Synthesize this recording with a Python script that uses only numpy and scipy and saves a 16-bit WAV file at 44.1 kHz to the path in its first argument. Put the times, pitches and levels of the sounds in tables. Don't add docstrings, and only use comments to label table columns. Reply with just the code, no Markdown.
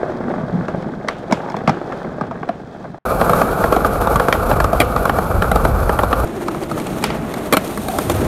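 import sys
import numpy as np
from scipy import signal
from scipy.fft import rfft, irfft, next_fast_len
from scipy.io import wavfile

SR = 44100
rng = np.random.default_rng(int(sys.argv[2]) if len(sys.argv) > 2 else 0)


def bounce(signal):
    frames = np.transpose(np.atleast_2d(signal))
    limited = np.clip(frames, -1, 1)
    pcm = np.round(limited * 32767).astype(np.int16)
    wavfile.write(sys.argv[1], SR, pcm)


N = 364694
TIME = np.arange(N) / SR
SIZE = next_fast_len(N + SR // 2, real=True)
FREQS = np.maximum(np.arange(SIZE // 2 + 1) * SR / SIZE, 1)
WHEELBASE_M, SEAM_GAP_M = .357, .521

SPOTS = [(-.1, 2.986), (3.052, 6.25), (6.25, 8.4)]
PLAZA_SPAN, CROSSING_SPAN, AVENUE_SPAN = SPOTS


def from_db(db):
    return 10 ** (np.asarray(db) / 20)


def rms_one(x):
    return x / np.sqrt(np.mean(x ** 2) + 1e-20)


def drift(per_s):
    knots = rng.standard_normal(int(N / SR * per_s) + 2)
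    return rms_one(np.interp(TIME * per_s, np.arange(len(knots)), knots))


def in_time(rows):
    s, *columns = np.transpose(rows)
    return [np.interp(TIME, s, column) for column in columns]


def slope(points):
    hz, db = np.transpose(points)
    return from_db(np.interp(np.log(FREQS), np.log(hz), db))


def humps(rings):
    gains = [from_db(db) / (1 + (2 * (FREQS - hz) / width) ** 2) for hz, width, db in rings]
    return np.sqrt(sum(gain ** 2 for gain in gains))


def colour(x, gain):
    cepstrum = irfft(np.log(gain + 1e-6), SIZE)
    cepstrum[1:SIZE // 2] *= 2
    cepstrum[SIZE // 2 + 1:] = 0
    return irfft(rfft(x, SIZE) * np.exp(rfft(cepstrum)), SIZE)[:N]


def add(track, s, sound):
    start = int(s * SR)
    track[start:start + len(sound)] += sound[:N - start]


def during(span):
    inside_s = np.minimum(TIME - span[0], span[1] - TIME)
    return np.clip(inside_s / 0.0018 + .5, 0, 1) ** 2


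def ground(stones_per_s, stones_db, contact_s):
    hits = rng.random(N) < stones_per_s / SR
    stones = hits * from_db(7.2 * np.minimum(rng.exponential(1, N), 3))
    crunch = signal.lfilter([1], [1, -np.exp(-2 / (contact_s * SR))], stones ** 2 + 1e-18)
    return rng.standard_normal(N) * np.sqrt(1 + from_db(2 * stones_db) * crunch / crunch.mean())


def rolling(rumble_db, roar_db, rings, stones_per_s, stones_db):
    # centre and width in Hz, level in dB.
    deck_rings = [(169.8, 118, 1), (233.6, 90, -2.2)]
    rumble = colour(ground(stones_per_s, stones_db, contact_s=0.0021), humps(deck_rings))
    roar = colour(ground(stones_per_s, stones_db, contact_s=0.004), humps(rings))
    return from_db(rumble_db) * rms_one(rumble) + from_db(roar_db) * rms_one(roar)


def bearings(level_db, patches_db, spectrum, grit_db, sizzle):
    grit = ground(stones_per_s=480, stones_db=grit_db, contact_s=0.00034)
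    hiss = rms_one(colour(grit, slope(spectrum)))
    top = irfft(rfft(hiss, SIZE) / (1 + (9900 / FREQS) ** 20), SIZE)[:N]
    top_gain = from_db(sizzle * (level_db - level_db.max()))
    return from_db(level_db + 1.48 * patches_db) * (hiss - top + top * top_gain)


def wind(level_db, gust_db):
    # frequency in Hz, level in dB.
    spectrum = [(15, -33), (28, -19), (42, -4), (60, -3), (90, -8), (130, -12.5), (300, -53.5), (1000, -78)]
    gusts = from_db(level_db + gust_db * drift(14))
    return gusts * rms_one(colour(rng.standard_normal(N), slope(spectrum)))


def plaza():
    # time in seconds, then rumble, roar and hiss in relative dB.
    levels = [(0.0, -34, -27, -53), (0.52, -27, -28, -54.5), (0.99, -32.5, -32.5, -56.5),
              (1.3, -35.5, -31, -55), (1.46, -35, -30, -53.5), (2.07, -32, -29, -53.5),
              (2.28, -31.5, -31.5, -59), (2.56, -36.5, -36.5, -57), (2.95, -37.5, -37.5, -59.5)]
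    # centre and width in Hz, level in dB.
    rings = [(353, 130, 5.5), (440, 320, 2), (625, 300, 4.5), (820, 200, -1.5), (1150, 460, -5.5),
             (1543, 520, -7.5), (2070, 480, -20)]
    # frequency in Hz, level in dB.
    spectrum = [(1530, -22), (2600, 1.5), (2780, -12), (3220, 1), (6620, -11.5), (9310, -17.5),
                (10400, -24), (14700, -27)]
    rumble, roar, hiss = in_time(levels)
    patches_db = drift(60)
    out = rolling(rumble + 2, roar + 2 + patches_db, rings, stones_per_s=220, stones_db=0)
    out += bearings(hiss + 1.5, patches_db, spectrum, grit_db=-4.5, sizzle=.15)
    out += wind(-55.5, gust_db=1.5)
    return out * during(PLAZA_SPAN)


def drones():
    # middle and half length in seconds, centre and width in Hz, level in dB.
    rubs = [(0.252, 0.13, 237, 40, -27), (0.578, 0.049, 173.7, 25, -18), (1.36, .04, 7500, 4000, -57),
            (1.464, 0.057, 874, 160, -28), (6.615, 0.43, 328, 70.4, -28.5), (7.262, 0.03, 208, 45, -18.5),
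            (7.803, 0.045, 195, 45.4, -26), (7.936, 0.087, 733, 110, -24.5), (7.982, 0.28, 8800, 900, -46),
            (8.151, 0.074, 98, 35, -20.5)]
    out = np.zeros(N)
    for s, half_s, hz, width, db in rubs:
        swell = from_db(db) * np.exp(-((TIME - s) / half_s) ** 4)
        out += swell * rms_one(colour(rng.standard_normal(N), humps([(hz, width, 0)])))
    return out


def blow(levels_db, contact_s, chatter, snap=0):
    # frequency in Hz, level in dB, t60 in seconds.
    modes = [(173, -4.5, 0.048), (208, -10.5, 0.052), (290, -0.5, 0.018), (476, 1.5, 0.025),
             (640, 4.5, 0.028), (823, 0.5, 0.026), (1145, 4, 0.019), (1350, -1, 0.024), (1554, -1, 0.011),
             (2007, 4, 0.0095), (2290, 0, 0.022), (2430, 0, 0.0022), (3290, -1, 0.008), (3855, 5, 0.0097),
             (4350, 0.5, 0.015), (5350, 8, 0.0017), (7300, 9.5, 0.0016), (9300, 10, 0.0024),
             (11350, 3, 0.0063), (12600, 9, 0.0032)]
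    edges_hz = [400, 1700, 3500]
    t = np.arange(SR // 6) / SR
    press = t / contact_s * np.exp(-t / contact_s)
    rattle = chatter * np.exp(-t / 0.0082)
    force = (press + rattle) * rng.standard_normal(len(t))
    force[int(contact_s * SR)] += snap
    registers = np.zeros((len(levels_db), len(t)))
    for hz, db, t60 in modes:
        loaded_hz = hz * (1 + 0.03 * rng.standard_normal())
        ringing = from_db(db - 60 * t / t60) * np.sin(2 * np.pi * loaded_hz * t)
        registers[np.searchsorted(edges_hz, hz)] += rng.choice([-1, 1]) * ringing
    out = 0
    for ringing, db, low_hz in zip(registers, levels_db, [120] + edges_hz):
        sound = signal.fftconvolve(force, ringing)[:len(t)]
        low_cut = signal.butter(2, 0.99 * low_hz, "high", fs=SR, output="sos")
        out += from_db(db) * rms_one(signal.sosfilt(low_cut, sound))
    return out * np.sqrt(.012 / t[-1])


def cracks(thud_db, knock_db, bite_db, crack_db):
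    # start in seconds, body and treble in relative dB.
    hits = [(0.682, -12, -38), (1.542, -10.5, -43), (1.922, -15, -37), (2.21, -7, -36), (2.311, -14, -53),
            (2.429, -13, -47), (2.489, -7, -31), (2.841, -25, -46), (6.482, -9.5, -29), (6.713, -12.5, -30),
            (7.774, -18.5, -25), (7.883, -15.5, -19.5), (7.985, -9.5, -17), (8.097, -8, -15)]
    out = np.zeros(N)
    for s, body, treble in hits:
        levels = [body + thud_db, body + knock_db, treble + bite_db, treble + crack_db]
        add(out, s, blow(levels, contact_s=0.0016, chatter=0.08))
    return out


def street_scatter(blows, tail_db, t60):
    # time in seconds, send in dB.
    send_db = [(0, 4), (6.2, -3), (6.3, -28), (7.1, 14), (7.5, -3), (8.3, 5)]
    sent = blows * from_db(in_time(send_db)[0])
    decay = from_db(-120 / (t60 * SR))
    out = 0
    for low_hz in 110 * 2. ** np.arange(7):
        band = signal.butter(2, [low_hz, 2 * low_hz], "band", fs=SR, output="sos")
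        power = signal.sosfilt(band, sent + 1e-12) ** 2 + 1e-18
        lingering = signal.lfilter([1 - decay], [1, -decay], power)
        out += np.sqrt(lingering) * rms_one(signal.sosfilt(band, rng.standard_normal(N)))
    tone = slope([(150, 3.0), (800, -2.5), (2800, -1), (6000, -6.0), (14000, -12)])
    return from_db(tail_db) * colour(out, tone)


def ticks(body_db, bite_db, crack_db, grit_per_s):
    # start in seconds, relative level in dB.
    touches = [(0.822, -35.5), (1.4988, -27.5), (1.5184, -31), (1.5652, -22.5), (6.6345, -28), (6.798, -24),
               (6.8675, -24.5), (7.0249, -24), (7.3382, -22)]
    start, end = AVENUE_SPAN[0], N / SR
    count = int(grit_per_s * (end - start))
    grit = [(rng.uniform(start, end), rng.normal(-33.5, 1.5)) for _ in range(count)]
    out = np.zeros(N)
    for s, db in touches + grit:
        tick = blow([body_db, body_db, bite_db, crack_db], contact_s=0.0016, chatter=0.087)
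        add(out, s, from_db(db) * tick)
    return out


def pops(thud_db):
    # start in seconds, knock, bite and crack in dB, contact time in seconds.
    snaps = [(1.084, -13.5, -20, -25, 0.00129), (4.326, -12.5, -13, -28, 0.00054),
             (7.039, -15, -21, -20.5, .0016)]
    out = np.zeros(N)
    for s, knock, bite, crack, contact_s in snaps:
        add(out, s, blow([knock + thud_db, knock, bite, crack], contact_s, chatter=0.26, snap=4.1))
    return out


def harder(levels_db, hardness_db):
    return np.array(levels_db) + hardness_db * np.array([0, 0, 1, 1])


def landings(thud_db, knock_db, bite_db, crack_db):
    # start and second truck's lag in seconds, then first truck, second truck,
    # bite, crack and rebound in relative dB.
    slams = [(1.31, .013, -14, -4, -2, -2, -20), (1.675, 0.018, -3, -5, -4, -8.5, -8),
             (4.801, .014, -6, -12, 8, 2.5, -8), (7.525, 0.043, -6.5, -7.5, 4, 4, -0.5)]
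    hop_s, hop_loss_db = .009, 7.5
    out = np.zeros(N)
    for s, lag, first, second, bite, crack, rebound in slams:
        levels = [thud_db, knock_db, bite_db + bite, crack_db + crack]
        hops = [((k + 1) * hop_s, first + rebound - k * hop_loss_db) for k in range(2)]
        for delay, db in [(0, first), (lag, second)] + hops:
            hardness = .5 * (db - max(first, second))
            strike = blow(db + harder(levels, hardness), contact_s=.0017, chatter=0.36, snap=4.6)
            add(out, s + delay, strike)
    return out


def crossing(coast_start_s):
    # centre and width in Hz, level in dB.
    rings = [(346, 180, -0.5), (497, 187, 6), (675, 160, 4.5), (825, 254, -0.5), (1206, 340, 2),
             (1410, 228, -2.5), (2290, 280, -18)]
    # frequency in Hz, level in dB.
    spectrum = [(1470, -30), (2500, 3), (2910, -2), (4260, 0), (4850, -3.5), (5940, -5.5), (10300, -2.5),
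                (11200, 5), (12000, 1.5), (14000, 1.5)]
    # time in seconds, level in dB.
    wind_db = [(3.08, -26.5), (4.35, -25), (4.37, -18.5), (5.22, -23.5), (5.4, -13), (5.47, -22),
               (5.68, -15), (6.12, -23), (6.23, -15.5)]
    # middle and half length in seconds, lift in dB.
    coarse_paving = (3.42, 0.23, 2.6)
    s, half_s, lift_db = coarse_paving
    swell_db = lift_db * np.exp(-((TIME - s) / half_s) ** 2)
    rumble, roar, hiss = [swell_db - db_per_s * (TIME - coast_start_s) for db_per_s in (.2, .78, .8)]
    patches_db = 1.5 * drift(60)
    out = rolling(rumble - 26.5, roar - 18.5 + patches_db, rings, stones_per_s=400, stones_db=-5)
    out += bearings(hiss - 34, patches_db, spectrum, grit_db=-10, sizzle=0)
    out += wind(in_time(wind_db)[0], gust_db=1)
    return out * during(CROSSING_SPAN)


def seams(coast_start_s, thud_db, knock_db, bite_db, crack_db):
    # start in seconds, strength and hardness in relative dB.
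    pairs = [(3.212, 1.5, -1.5), (3.639, 0, -2), (4.071, 0, 0.5), (4.513, 0, -0.5), (4.962, -1, 0),
             (5.421, -0.5, 2), (5.893, 0, -3)]
    # distance rolled in metres, accent and hardness in dB.
    clacks = [(0, 0, -2), (WHEELBASE_M, -0.36, 3.7), (SEAM_GAP_M, 0, 1.3),
              (SEAM_GAP_M + WHEELBASE_M, 0.36, -1.1)]
    start_m_per_s, slowing_m_per_s2 = 4.34, .228
    out = np.zeros(N)
    for s, db, hardness in pairs:
        speed = start_m_per_s - slowing_m_per_s2 * (s - coast_start_s)
        for metres, accent, edge in clacks:
            levels = db + accent + harder([thud_db, knock_db, bite_db, crack_db], hardness + edge)
            add(out, s + metres / speed, blow(levels, contact_s=0.0017, chatter=0.1))
    return out


def avenue():
    # time in seconds, then rumble, roar and hiss in relative dB.
    levels = [(6.3, -32.5, -29, -45.5), (7.02, -29, -28, -42), (7.15, -27.5, -26.5, -45.5),
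              (7.364, -34.5, -26.5, -43), (7.768, -28.5, -28, -38.5), (8.024, -31, -26.5, -35.5),
              (8.26, -22.5, -22.5, -38.5)]
    # centre and width in Hz, level in dB.
    rings = [(341, 297, 7), (470, 98, -6), (620, 180, 3), (780, 380, -2), (1180, 690, -6),
             (1640, 1100, -15), (2080, 1430, -17.5)]
    # frequency in Hz, level in dB.
    spectrum = [(1470, -27), (2500, 0.5), (3580, 1), (4260, -1), (4920, -5.5), (6810, -2), (8090, -5),
                (8830, 0.5), (10300, -3), (13300, 0.5), (14000, -1)]
    # time in seconds, relative level in dB.
    wind_db = [(6.32, -42.5), (7.222, -37), (7.994, -37), (8.26, -28)]
    rumble, roar, hiss = in_time(levels)
    patches_db = 1.5 * drift(60)
    out = rolling(rumble + 1, roar + 2 + patches_db, rings, stones_per_s=610, stones_db=-9.5)
    out += bearings(hiss + 4, patches_db, spectrum, grit_db=-7.5, sizzle=.4)
    out += wind(in_time(wind_db)[0] + .5, gust_db=1.5)
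    return out * during(AVENUE_SPAN)


def far_off(blows, echo_s, echo_db, wall_cut_hz):
    # frequency in Hz, gain in dB.
    air = [(2000, -1), (4200, 2), (8000, 2), (12500, -7)]
    echo = np.interp(TIME - echo_s, TIME, blows, left=0)
    wall = signal.butter(2, wall_cut_hz, fs=SR, output="sos")
    return colour(blows, slope(air)) + from_db(echo_db) * signal.sosfilt(wall, echo + 1e-18)


def scene():
    # frequency in Hz, gain in dB.
    plaza_tone = [(110, -3), (200, 3), (330, -1.5), (520, -6.5), (720, 1), (1200, -6), (2000, -1),
                  (4300, -4.5), (5500, 2.5), (9400, -14), (10600, -18), (14000, -27)]
    far_span = (6.25, 7.3)
    coast_start_s = 3.212
    rides = plaza() + crossing(coast_start_s) + avenue()
    blows = pops(thud_db=-18)
    blows += landings(thud_db=-7.5, knock_db=-4, bite_db=-14.5, crack_db=-16)
    blows += seams(coast_start_s, thud_db=-18, knock_db=-10.5, bite_db=-34.5, crack_db=-33.5)
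    blows += cracks(thud_db=-13.5, knock_db=-6.5, bite_db=-15, crack_db=-9.6)
    blows += ticks(body_db=-5.5, bite_db=-11, crack_db=-12.5, grit_per_s=3)
    in_plaza = TIME < PLAZA_SPAN[1]
    far = (TIME > far_span[0]) & (TIME < far_span[1])
    heard = colour(blows * in_plaza, slope(plaza_tone))
    heard += far_off(blows * far, echo_s=.063, echo_db=-8.5, wall_cut_hz=4200)
    heard += blows * ~(in_plaza | far)
    return (rides + drones() + heard + street_scatter(heard, tail_db=-15.5, t60=0.4))[None]


def record(dry):
    squashed = dry[0] / (1 + dry[0] ** 4) ** (1 / 4)
    in_street = TIME > PLAZA_SPAN[1]
    street = colour(squashed * in_street, slope([(13800, 0), (14200, -18)]))
    low_pass = slope([(15800, 0), (16300, -70)])
    return colour(squashed * ~in_street + street, low_pass)[None]


dry = scene()
out = record(dry)
bounce(out)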